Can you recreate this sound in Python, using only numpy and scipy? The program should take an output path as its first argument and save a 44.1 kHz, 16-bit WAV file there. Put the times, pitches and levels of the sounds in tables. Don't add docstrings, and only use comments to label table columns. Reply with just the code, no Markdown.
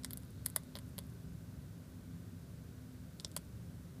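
import sys
import numpy as np
from scipy import signal
from scipy.fft import rfft, irfft
from scipy.io import wavfile
from scipy.ndimage import uniform_filter1d

SR = 44100
rng = np.random.default_rng(int(sys.argv[2]) if len(sys.argv) > 2 else 0)


def log_audio(samples):
    frames = np.atleast_2d(samples).T
    limited = np.clip(frames, -1, 1)
    pcm = np.round(limited * 32767).astype(np.int16)
    wavfile.write(sys.argv[1], SR, pcm)


N = 176400

# (frequency [Hz], relative level [dB])
RUMBLE_TONE = [(20, -39), (35, -19), (50, -12), (68, -6), (105, -1), (170, -4), (235, -10.5), (285, -15),
               (420, -22), (600, -23.5), (790, -33.5), (1000, -32.5), (1450, -32), (2000, -37), (2900, -41),
               (8000, -79)]
# (pitch [Hz], width [Hz], level [dB])
HUM_BANDS = [(69.8, 5.9, -62.5), (100.2, 4.6, -63.5), (116, 10.3, -64), (168.5, 4.8, -59.5),
             (195.4, 8.4, -68.5), (254.6, 6.9, -61.5), (300.4, 4, -74), (393.8, 14.4, -74.5),
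             (1525, 116, -81.5)]
# (time [s], boost [dB])
LOW_NOISE_RISES = [(0.45, 2.5), (1.08, 3.5), (1.31, 5.5), (1.6, 4.5), (2.15, 2), (3.78, 0)]
# (frequency [Hz], relative level [dB])
HISS_TONE = [(300, 6), (2800, -4.5), (3600, 0.5), (6500, -1.5), (10000, -2), (15000, -3)]
# (frequency [Hz], gain [dB])
PATH_TONE = [(250, 2), (450, 1.5), (2150, 0.1), (2600, -5.5), (3200, -0.5), (5200, 0), (6100, 0.5),
             (6900, -2.5), (7800, -0.5), (10000, -2), (15000, 1)]
# (start [s], end [s], pitch [Hz], width [Hz], level [dB])
MAT_DRAG = (0.1, 0.9, 4000, 1200, -76.5)
# (start [s], end [s], tick rate [1/s], level [dB])
TUGS = [(0.016, 0.33, 45, -66.5), (0.447, 0.502, 80, -62), (0.552, 0.562, 360, -59),
        (0.618, 1.143, 18, -66), (3.168, 3.461, 25, -67)]
# (pitch [times the tick's pitch], relative level [dB], width [Hz])
FIBRE_RINGS = [(.82, -2.5, 1900), (1.0, 8.5, 1740), (1.2, 1, 2660)]
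# (pitch [Hz], relative level [dB], width [Hz])
CONE_RINGS = [(574, 0, 204), (1027, -2.5, 214), (1500, -5, 390), (2010, 1.5, 315)]
# (time [s], knock level [dB], knock pitch [Hz], crack level [dB],
# low crack pitch [Hz], high crack pitch [Hz], tick level [dB], tick pitch [Hz],
# splinter level against the main break [dB])
BITE_SNAPS = [(0.035, -63, 1150, -53, 3990, 4970, -53, 8420, 6),
              (0.0466, -46, 1510, -40.5, 3900, 5300, -36.5, 8940, -1),
              (0.0613, -74, 1350, -73, 3300, 4660, -56, 9060, 1),
              (0.1079, -56.5, 1270, -51.5, 3470, 4370, -42.5, 10240, -2),
              (0.1334, -60, 1290, -51.5, 3780, 4300, -38.5, 12300, -4),
              (0.1736, -62.5, 700, -59.5, 3700, 4390, -41, 10150, -6),
              (0.234, -68, 1000, -68, 3700, 4950, -62, 10500, -6),
              (0.4586, -69, 1190, -53, 4120, 5580, -47.5, 10610, -2),
              (0.4619, -46, 1500, -42.5, 4140, 4560, -27.5, 10300, -10),
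              (0.4862, -64, 700, -71, 3470, 4700, -53, 12500, -3),
              (0.5011, -64, 870, -73, 3790, 4850, -47, 10100, -11),
              (0.5623, -37.5, 1080, -40, 3640, 4730, -25, 10500, -6),
              (0.5657, -46, 915, -47.5, 3600, 4960, -38.5, 10480, 0),
              (0.6347, -74, 990, -74, 3700, 5170, -59.5, 9300, -4),
              (0.7541, -48.5, 590, -42.5, 3600, 4370, -51.5, 12340, 1),
              (0.7633, -56, 940, -52, 3250, 4600, -53, 9410, -1),
              (0.77, -52, 1090, -53, 3280, 4280, -54, 10070, 4),
              (0.7879, -56.5, 1260, -54, 3080, 4330, -48, 9800, -6),
              (0.9812, -50, 540, -46, 3220, 4230, -44, 11600, 2),
              (0.9883, -51, 650, -46.5, 3340, 4330, -40, 10000, -7),
              (3.1989, -63, 600, -45.5, 3760, 4350, -49.5, 7300, -5),
              (3.206, -66, 910, -61, 3830, 5160, -55, 9700, 4),
              (3.2475, -49, 400, -36.5, 3840, 5400, -39, 7200, -4),
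              (3.3162, -78, 1050, -63, 3590, 4480, -57, 7840, -8),
              (3.3649, -45, 1000, -43.5, 3080, 4540, -37, 8350, 4),
              (3.3654, -47.5, 1140, -45, 3080, 4770, -36, 10900, 2),
              (3.3737, -57, 990, -50.5, 3110, 5500, -42, 9000, 4)]

RUMBLE_DB, HISS_DB, RISE_S = -52, -67, 0.03
ECHO_S, ECHO_DB = 0.005, -13.5
SCATTER_DB, SCATTER_FADE_S = -15.5, 0.033
TAIL_DB, TAIL_FADE_S = -14, 0.12
TAIL_CUTOFF_HZ = 5500
TUG_PITCH_HZ, TUG_SPREAD_DB = 9900, 4
LEAD_S, SPLINTER_S = 0.002, 0.0008
GRIP_WIDTH_HZ = 1170
SCALE_LOW_WIDTH_HZ, SCALE_HIGH_WIDTH_HZ = 830, 1130
BODY_LAG_S = 0.0003


def undb(db):
    return 10 ** (np.asarray(db) / 20)


def unit(x):
    return x / np.sqrt(np.sum(x ** 2) + 1e-18)


def at_level(click, db, span_s=0.003):
    return unit(click) * np.sqrt(span_s * SR) * undb(db)


def add(out, start, x):
    i = max(int(start * SR), 0)
    out[i:i + len(x)] += x[:max(N - i, 0)]


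def noise(gain, db):
    return unit(irfft(rfft(rng.standard_normal(N)) * gain, N)) * np.sqrt(N) * undb(db)


def noise_band(hz, width, db):
    f = np.fft.rfftfreq(N, 1 / SR)
    return noise(1 / (1 + (2 * (f - hz) / width) ** 2), db)


def tone_curve(points):
    hz, db = np.array(points).T
    return undb(np.interp(np.log(np.fft.rfftfreq(N, 1 / SR) + 1), np.log(hz), db))


def shape(x, gain):
    cepstrum = irfft(np.log(gain + 1e-9))
    half = len(cepstrum) // 2
    cepstrum[1:half] *= 2
    cepstrum[half + 1:] = 0
    return irfft(rfft(x) * np.exp(rfft(cepstrum)))


def outline(x, smooth_hz=260):
    return np.sqrt(uniform_filter1d(np.abs(rfft(x)) ** 2, int(smooth_hz * len(x) / SR)) + 1e-12)


def ventilation():
    rumble = noise(tone_curve(RUMBLE_TONE), RUMBLE_DB)
    return rumble + sum(noise_band(hz, width, db) for hz, width, db in HUM_BANDS)


def low_noise_rises(x):
    f, t = np.fft.rfftfreq(N, 1 / SR), np.arange(N) / SR
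    bass = irfft(rfft(x) / (1 + (f / 220) ** 8), N)
    rise_db = sum(db * np.exp(-((t - when) / RISE_S) ** 2) for when, db in LOW_NOISE_RISES)
    return x + bass * (undb(rise_db) - 1)


def hiss():
    return noise(tone_curve(HISS_TONE), HISS_DB)


def room(x, size=8192):
    t = np.arange(size) / SR

    def reflections(fade_s):
        return unit(rng.standard_normal(size) * np.exp(-np.log(1000) * t / fade_s) * (t > .0006))

    dulling = signal.butter(1, TAIL_CUTOFF_HZ, fs=SR, output="sos")
    tail = undb(TAIL_DB) * signal.sosfilt(dulling, reflections(TAIL_FADE_S))
    scatter = undb(SCATTER_DB) * reflections(SCATTER_FADE_S)
    wall_echo = undb(ECHO_DB) * np.sinc((t - ECHO_S) * SR)
    response = (t == 0) + scatter + tail + wall_echo
    return signal.fftconvolve(x, shape(response, 1 / outline(response)))[:N]


def mat_rub():
    start, end, hz, width, db = MAT_DRAG
    t = np.arange(N) / SR
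    swell = np.sin(np.pi * np.clip((t - start) / (end - start), 0, 1))
    return swell * noise_band(hz, width, db)


def wood_break(splinter_db, size=2048):
    t = (np.arange(size) - int(LEAD_S * SR)) / SR
    spray = rng.standard_normal(size) * rng.exponential(1, size) * np.exp(-np.abs(t) / SPLINTER_S)
    force = (t == 0) + undb(splinter_db) * unit(spray * (t > .0002))
    return irfft(rfft(force) / outline(force)) * (t < size / SR / 2)


def ring(force, rings, tuning=1):
    f = np.fft.rfftfreq(len(force), 1 / SR)
    power = sum((undb(db) / (1 + 2 * ((f - tuning * pitch) / width) ** 2)) ** 2
                for pitch, db, width in rings)
    return shape(force, np.sqrt(power))


def fibre_crackle():
    out = np.zeros(N)
    for start, end, rate, db in TUGS:
        count = int((end - start) * rate)
        for when, pitch, strength in rng.random((count, 3)):
            tick = ring(wood_break(splinter_db=-2), FIBRE_RINGS, TUG_PITCH_HZ * (.85 + .3 * pitch))
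            tick_db = db + TUG_SPREAD_DB * (2 * strength - 1)
            add(out, start + when * (end - start), at_level(tick, tick_db))
    return out


def bites():
    out = np.zeros(N)
    for (start, knock_db, knock_hz, crack_db, low_hz, high_hz,
         tick_db, tick_hz, splinter_db) in BITE_SNAPS:
        force = wood_break(splinter_db)
        cone = ring(force, CONE_RINGS)
        knock = ring(cone, [(knock_hz, 0, GRIP_WIDTH_HZ)])
        crack = ring(force, [(low_hz, 0, SCALE_LOW_WIDTH_HZ), (high_hz, 0, SCALE_HIGH_WIDTH_HZ)])
        tick = ring(force, FIBRE_RINGS, tick_hz)
        add(out, start - LEAD_S, at_level(tick, tick_db))
        add(out, start - LEAD_S + BODY_LAG_S, at_level(knock, knock_db) + at_level(crack, crack_db))
    return out


def scene():
    background = low_noise_rises(ventilation()) + hiss()
    gnawing = room(bites() + fibre_crackle() + mat_rub())
    return (background + shape(gnawing, tone_curve(PATH_TONE)))[None]


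def record(dry):
    f = np.fft.rfftfreq(N, 1 / SR)
    top_hz = 15200
    return irfft(rfft(dry) / np.sqrt(1 + (f / top_hz) ** 200), N)


dry = scene()
out = record(dry)
log_audio(out)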